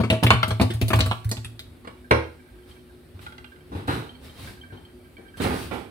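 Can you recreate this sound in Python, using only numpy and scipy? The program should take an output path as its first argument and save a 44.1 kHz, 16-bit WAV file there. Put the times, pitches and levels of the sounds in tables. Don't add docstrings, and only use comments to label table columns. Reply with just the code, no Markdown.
import sys
import numpy as np
from scipy import signal
from scipy.io import wavfile
from scipy.ndimage import uniform_filter1d

SR = 44100
rng = np.random.default_rng(int(sys.argv[2]) if len(sys.argv) > 2 else 0)


def log_audio(samples):
    frames = np.atleast_2d(samples).T
    limited = np.clip(frames, -1, 1)
    pcm = np.round(limited * 32767).astype(np.int16)
    wavfile.write(sys.argv[1], SR, pcm)


N = 260190

# start_s, knock_db, knock_hz, splat_db, bottom_db, wall_db
LANDINGS = [(0.0, -42, 1020, -66, -19, -17), (0.035, -14, 1100, -66, -28, -17),
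            (0.101, -10.5, 2910, -24.5, -18.5, -17.5), (0.124, -20, 961, -53, -35, -15.5),
            (0.227, -17, 902, -58, -18, -12), (0.234, -4.5, 966, -17.5, -12, -12.5),
            (0.266, -10.5, 2290, -25, -23, -21.5), (0.305, 6, 1164, -27.5, -13.5, -21),
            (0.329, -15, 964, -48.5, -12.5, -12), (0.43, -3, 1330, -29, -27, -25),
            (0.48, -45, 1115, -27, -29, -33), (0.506, -3, 1010, -64, -14, -17),
            (0.598, -10.5, 902, -35, -15, -18), (0.613, -14.5, 3390, -22, -18, -8),
            (0.702, -22, 1121, -53, -36, -15.5), (0.737, -39, 1588, -29.5, -23, -25.5),
            (0.814, -15.5, 2196, -23, -10.5, -18.5), (0.882, -31, 3000, -21, -29, -29),
            (0.904, -14, 1320, -29.5, -28, -20), (0.932, -0.5, 1210, -24, -10.5, -15.5),
            (0.958, -44, 1230, -25, -16.5, -24), (0.989, -14, 1080, -23, -18, -21),
            (1.005, -7.5, 3510, -37, -18, -20), (1.06, -21, 1330, -26.5, -17.5, -31.5),
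            (1.112, -6.5, 1060, -39, -27, -28.5), (1.245, -34, 1490, -33.5, -19, -52),
            (1.292, -35, 1460, -30, -42, -46), (1.314, -13, 5700, -45, -53, -25.5),
            (1.369, -29.5, 3380, -44, -28, -37), (1.446, -19.5, 1430, -32.5, -32.5, -54),
            (1.593, -32, 3300, -31.5, -44, -74)]
# pitch_hz, level_db, t60_s
WALL_MODES = [(223.3, -7.5, 0.16), (258.2, -7, 0.13), (354, -5.5, 0.081), (511, -8, 0.044),
              (643.6, -6.5, 0.15), (874, -17, 0.175), (1020, -43, 0.038), (1140, -14.5, 0.46),
              (1200, -26.5, 0.093), (2100, -27.5, 0.21), (2990, -17, 0.21)]
# pitch_hz, level_db, t60_s
BOTTOM_MODES = [(112.75, 1.5, .45), (87.3, -7, 0.1)]
# frequency_hz, density_db
ROOM_SPECTRUM = [(25, -6), (60, 3.5), (120, -18.5), (300, -12), (500, -18.5), (1000, -27), (1550, -25.5),
                 (3400, -29.5), (6000, -28.5), (15000, -20)]
# pitch_hz, width_hz, level_db
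HUM_BANDS = [(151, 10, -68), (246.4, 12.4, -60.5), (360.3, 8.6, -59.5)]
# start_s, ring_db, clack_db
BOWL_HITS = [(1.847, -57, -18.5), (1.872, -49, -8), (2.109, -14.5, 14)]
# pitch_hz, level_db, t60_s
BOWL_MODES = [(80, -8, .45), (118, -4, .3), (250, -9, .2), (328, -6, .3), (425, -1.5, .2), (484, -1, .27),
              (533, -2, .2), (595, -5, .2), (883, -7, .2), (1071, -5, .22), (1405, -9, .18)]
# frequency_hz, gain_db
CLACK_SPECTRUM = [(150, -10.5), (450, -4.5), (1000, -3.5), (2000, -8.5), (4000, -19.5), (8000, -27.5),
                  (15000, -38)]
# start_s, level_db, favoured_hz
TOUCHES = [(1.9719, -58, 2240), (2.487, -57, 1610), (2.586, -56, 1580), (2.7637, -55, 1570),
           (2.8948, -53, 1530), (3.519, -50.5, 1580), (3.606, -53, 2290), (4.0914, -55, 3190),
           (4.1508, -50, 3320), (4.2944, -55, 3210), (4.4734, -40, 1530), (4.573, -52.5, 1560),
           (4.6347, -44.5, 1520), (4.704, -50, 1550), (4.772, -58, 3240), (4.85, -57, 3130),
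           (5.1672, -47.5, 2290), (5.2506, -55, 1550), (5.3407, -53, 1530), (5.378, -55, 3200)]
# pitch_hz, level_db, t60_s
METAL_MODES = [(1592, 12, 0.09), (2294, 9.5, 0.061), (3150, 17, 0.059), (4340, 14, 0.072)]
# start_s, slap_db, thump_db, thump_hz
FOOTFALLS = [(2.509, -59, -35.5, 51), (3.142, -35, -32, 94), (3.717, -14.5, -24.5, 61),
             (3.748, -14.5, -24.5, 92.5), (3.782, -24, -27, 109), (3.878, 0.5, -19, 95.6),
             (3.95, -13.5, -29, 118), (4.212, -29, -39, 64.6), (4.381, -37, -50, 66.4),
             (4.72, -19, -35, 96.4), (5.177, -24.5, -60, 62.4), (5.399, -4.5, -34, 82.5),
             (5.438, -4.5, -41, 72.6), (5.498, -8.5, -24.5, 72.5), (5.71, -7.5, -33, 83)]
# frequency_hz, gain_db
FLOOR_SPECTRUM = [(60, -10), (150, -4.5), (400, -2.5), (850, -22), (1450, -13.5), (2200, -22),
                  (4000, -27.5), (8000, -98)]
# start_s, rise_s, hold_s, level_db
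DRAGS = [(2.61, 0.085, 0.0045, -43.5), (3.186, 0.033, 0.0093, -38.5), (3.667, 0.097, 0.011, -41.5),
         (3.869, 0.0069, 0.069, -30.5), (4.182, 0.063, 0.014, -37.5), (4.31, 0.085, 0.092, -35),
         (5.362, 0.01, 0.0084, -34), (5.396, 0.024, 0.015, -21.5), (5.49, .05, 0.092, -30.5),
         (5.7, 0.034, 0.024, -36)]
# frequency_hz, density_db
SCUFF_SPECTRUM = [(60, 11), (300, -4), (800, -9), (1500, -7.5), (4000, -7), (6000, -6), (9000, -5),
                  (15000, -2)]
# start_s, level_db
RATTLE_TAPS = [(3.1916, -25), (3.264, -13.5), (3.3222, -19.5), (3.3807, -14.5), (3.4436, -19),
               (3.5598, -27)]
# pitch_hz, width_hz, level_db
RATTLE_MODES = [(870, 26, 4.5), (1425, 46, 7.5), (1538, 26, 10), (2020, 120, 0), (2430, 110, -3.5),
                (2770, 120, -1), (3260, 130, -6.5), (3970, 53, -8)]
# frequency_hz, t60_s
ROOM_DECAY = [(100, 0.48), (500, 0.32), (2000, 0.36), (6000, 0.39), (14000, 0.31)]
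# frequency_hz, gain_db
MIC_RESPONSE = [(25, -22.5), (70, 6.5), (4200, -2), (6500, -15), (7600, -14), (8400, -8.5), (15650, -21),
                (15850, -29)]

SINK_SIDE, COUNTER_SIDE = (0.33, -0.00017), (-4.5, 0.0004)  # left_over_right_db, left_lag_s


def gain_of(db):
    return 10 ** (np.asarray(db) / 20)


def unit_rms(x):
    return x / np.sqrt(np.mean(x ** 2) + 1e-20)


def curve_at(points, hz):
    points_hz, values = np.transpose(points)
    return np.interp(np.log(hz + 1), np.log(points_hz + 1), values)


def highpass(x, hz, order=2):
    return signal.sosfilt(signal.butter(order, hz, "high", fs=SR, output="sos"), x)


def resonate(x, hz, width_hz, passes=1):
    for _ in range(passes):
        x = signal.lfilter(*signal.iirpeak(hz, hz / width_hz, SR), x)
    return x


def colour(x, spectrum):
    log_gain = curve_at(spectrum, np.fft.rfftfreq(4096, 1 / SR)) * np.log(10) / 20
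    mirrored = np.concatenate([log_gain, log_gain[-2:0:-1]])
    taps = np.fft.ifft(np.exp(np.conj(signal.hilbert(mirrored)))).real[:2048]
    return signal.oaconvolve(np.atleast_2d(x), taps[None])[:, :np.shape(x)[-1]]


def patchy_noise(spectrum, patch_db, correlation):
    frames, hz = N // 256 + 5, np.fft.rfftfreq(1024, 1 / SR)
    a, b, c, d, patches = rng.standard_normal((frames, 513, 5)).T
    patches = unit_rms(uniform_filter1d(uniform_filter1d(patches, 10, 0), 10, 1))
    left = a + 1j * b
    right = correlation * left + np.sqrt(1 - correlation ** 2) * (c + 1j * d)
    spectra = np.array([left, right]) * gain_of(curve_at(spectrum, hz)[:, None] + patch_db * patches)
    return unit_rms(signal.istft(spectra, nperseg=1024, noverlap=768)[1][:, :N])


def ring(modes, spread_db, length_s=0.3):
    hz, db, t60_s = np.transpose(modes)[:, :, None]
    t = np.arange(round(length_s * SR)) / SR
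    share_db = spread_db * rng.standard_normal((len(modes), 1))
    partials = gain_of(db + share_db - 60 * t / t60_s) * np.sin(2 * np.pi * hz * t)
    return partials.sum(0) * (1 - (t / t[-1]) ** 4)


def burst(t60_s, rise_s, length_s=0.3):
    t = np.arange(round(length_s * SR)) / SR
    return rng.standard_normal(len(t)) * gain_of(-60 * t / t60_s) * (1 - np.exp(-t / rise_s))


def soften(x, contact_ms):
    push = np.hanning(max(round(contact_ms * SR / 1000), 3) + 2)
    return signal.oaconvolve(x, push / push.sum())[:len(x)]


def place(mix, start_s, sound, pan_db=0, lag_s=0, scatter=2.98):
    taps = np.diff(rng.standard_normal((2, 257))) * gain_of(-60 * np.arange(256) / SR / 0.008)
    taps = scatter * taps / np.linalg.norm(taps, axis=1)[:, None]
    taps[:, 0] = 0.64
    for channel, side in enumerate((0.5, -0.5)):
        first = max(round((start_s + side * lag_s) * SR), 0)
        span = mix[channel, first:first + len(sound)]
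        span += gain_of(side * pan_db) * signal.oaconvolve(sound, taps[channel])[:len(span)]


def bone_knock(start_s, pitch_hz, fill_db_per_s=10.5):
    crack = burst(0.069, 0.0027) + 1.63 * burst(0.012, 0.000067)
    knock = 1.06 * resonate(crack, pitch_hz, 1.13 * pitch_hz, passes=2)
    edge = 0.62 * resonate(crack, 2200, 1300, passes=2)
    note = 1.6 * resonate(crack, pitch_hz, 0.12 * pitch_hz)
    metal = soften(ring(WALL_MODES[4:], spread_db=5.4), contact_ms=0.23)
    return knock + edge + note + gain_of(-11.5 - fill_db_per_s * start_s) * metal


def meat(smother_s=0.064, weight_delay_s=0.0061):
    out = np.zeros((2, N))
    gaps_s = np.diff([row[0] for row in LANDINGS] + [N / SR])
    for gap_s, (start_s, knock_db, knock_hz, splat_db, bottom_db, wall_db) in zip(gaps_s, LANDINGS):
        detune = 1 + 0.0481 * rng.standard_normal()
        modes = [(hz * detune, db, t60_s) for hz, db, t60_s in BOTTOM_MODES]
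        ring_s = min(gap_s + smother_s, 0.3)
        bottom = soften(ring(modes, spread_db=1.65, length_s=ring_s), contact_ms=7.4)
        place(out, start_s + weight_delay_s, gain_of(bottom_db) * bottom)
        wall = gain_of(-1.5) * soften(ring(WALL_MODES, spread_db=5.3), contact_ms=1.0)
        flesh = gain_of(12) * resonate(burst(0.11, 0.0036), 330, 450)
        bone = bone_knock(start_s, knock_hz)
        splat = highpass(burst(0.095, 0.00054) + 2.5 * burst(0.0031, 0.00005), 4500)
        impact = gain_of(wall_db) * (wall + flesh) + gain_of(knock_db) * bone + gain_of(splat_db) * splat
        place(out, start_s, impact, *SINK_SIDE)
    return out


def squelch(ticks_per_s=2100, empty_s=1.13, rise_db_per_s=17, fall_db_per_s=118):
    t = np.arange(N) / SR
    sizes = gain_of(3.1 * np.minimum(rng.exponential(1, (2, N)), 4))
    impulses = sizes * (rng.random((2, N)) < ticks_per_s / SR)
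    tick = np.diff(burst(0.0027, 0.0001, length_s=0.02))
    ticks = signal.oaconvolve(impulses, tick[None])[:, :N]
    before_s, after_s = np.maximum(empty_s - t, 0), np.maximum(t - empty_s, 0)
    return gain_of(-36.5 - rise_db_per_s * before_s - fall_db_per_s * after_s) * unit_rms(ticks)


def room_tone():
    drive = rng.standard_normal(N)
    hum = sum(gain_of(db) * unit_rms(resonate(drive, hz, width_hz, passes=2))
              for hz, width_hz, db in HUM_BANDS)
    return hum + gain_of(-46) * patchy_noise(ROOM_SPECTRUM, patch_db=1.5, correlation=0.2)


def bowl(ring_delay_s=0.00222):
    out = np.zeros((2, N))
    for start_s, ring_db, clack_db in BOWL_HITS:
        body = soften(ring(BOWL_MODES, spread_db=0.25), contact_ms=0.3)
        place(out, start_s + ring_delay_s, gain_of(ring_db) * body, *COUNTER_SIDE, scatter=1.0)
        clack = colour(burst(0.059, 0.0011), CLACK_SPECTRUM)[0]
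        place(out, start_s, gain_of(clack_db) * clack, *COUNTER_SIDE, scatter=1.1)
    return out


def jingle(faint_count=46, from_s=1.95, to_s=5.4, tilt_db_per_octave=20, rise_s=0.0025):
    out, faint = np.zeros((2, N)), []
    for when, size, pick in rng.random((faint_count, 3)):
        favoured_hz = METAL_MODES[int(3 * pick)][0]
        faint.append((from_s + (to_s - from_s) * when, -61 + 2.5 * (2 * size - 1), favoured_hz))
    for start_s, level_db, favoured_hz in TOUCHES + faint:
        modes = [(hz, db - tilt_db_per_octave * abs(np.log2(hz / favoured_hz)), t60_s)
                 for hz, db, t60_s in METAL_MODES]
        chime = ring(modes, spread_db=3.8, length_s=0.15)
        attack = np.minimum(np.arange(len(chime)) / SR / rise_s, 1)
        place(out, start_s, gain_of(level_db) * chime * attack, *COUNTER_SIDE, scatter=0.31)
    return out


def footfalls(hollow_hz=290.4, hollow_t60_s=0.17, board_hz=834):
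    out = np.zeros((2, N))
    for start_s, slap_db, thump_db, thump_hz in FOOTFALLS:
        push = soften(ring([(thump_hz, 0, 0.2)], spread_db=0), contact_ms=6.3)
        rumble = 7 * resonate(burst(0.34, 0.016), thump_hz, 36)
        place(out, start_s, gain_of(thump_db) * (push + rumble))
        note_hz = hollow_hz * (1 + 0.088 * rng.standard_normal())
        hollow = 0.097 * soften(ring([(note_hz, 0, hollow_t60_s)], spread_db=1.7), contact_ms=1.6)
        board = 0.52 * resonate(burst(0.36, 0.001), board_hz, 135)
        slap = colour(burst(0.42, 0.0028), FLOOR_SPECTRUM)[0]
        place(out, start_s, gain_of(slap_db) * (slap + hollow + board), *COUNTER_SIDE)
    return out


def scuffs(rise_db=27, fall_db_per_s=155):
    t, envelope = np.arange(N) / SR, np.zeros(N)
    for start_s, rise_s, hold_s, level_db in DRAGS:
        peak_s = start_s + rise_s
        before_s, after_s = np.maximum(peak_s - t, 0), np.maximum(t - peak_s - hold_s, 0)
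        envelope += gain_of(level_db - rise_db * before_s / rise_s - fall_db_per_s * after_s)
    return envelope * patchy_noise(SCUFF_SPECTRUM, patch_db=1.5, correlation=0.3)


def rattle():
    out = np.zeros((2, N))
    for start_s, level_db in RATTLE_TAPS:
        tap = burst(0.031, 0.00046, length_s=0.15)
        body = sum(gain_of(db) * resonate(tap, hz, width_hz) for hz, width_hz, db in RATTLE_MODES)
        place(out, start_s, gain_of(level_db) * body, *COUNTER_SIDE, scatter=1.0)
    return out


def kitchen_reverb(x, slot_samples=20):
    taps = np.zeros((2, SR // 2))
    slots = np.arange(200, SR // 2 - slot_samples, slot_samples)
    arrivals = slots + rng.integers(0, slot_samples, (2, len(slots)))
    np.put_along_axis(taps, arrivals, rng.choice([-1., 1.], arrivals.shape), 1)
    hz, t, spectra = signal.stft(taps, SR, nperseg=512)
    decay = gain_of(-60 * t / curve_at(ROOM_DECAY, hz)[:, None])
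    tail = signal.istft(spectra * decay, SR, nperseg=512)[1]
    return signal.fftconvolve(x, tail / np.linalg.norm(tail[0]), axes=1)[:, :N]


def scene():
    pour = meat() + squelch()
    set_down = bowl()
    parts = jingle() + rattle()
    feet = footfalls() + scuffs()
    send = gain_of(-9.5) * pour + gain_of(-4) * (set_down + feet) + gain_of(-6.5) * parts
    reverb = kitchen_reverb(highpass(send, 180))
    return pour + set_down + parts + feet + reverb + room_tone()


def record(dry, cutoff_hz=16650):
    mid, side = (dry[0] + dry[1]) / 2, (dry[0] - dry[1]) / 2
    side = highpass(side, 350, order=1)
    coloured = colour([mid + side, mid - side], MIC_RESPONSE)
    clipped = 1.49 * np.tanh(coloured / 1.582)
    lowpass = signal.firwin(511, cutoff_hz, window=("kaiser", 9), fs=SR)
    return signal.oaconvolve(clipped, lowpass[None], "same")


dry = scene()
out = record(dry)
log_audio(out)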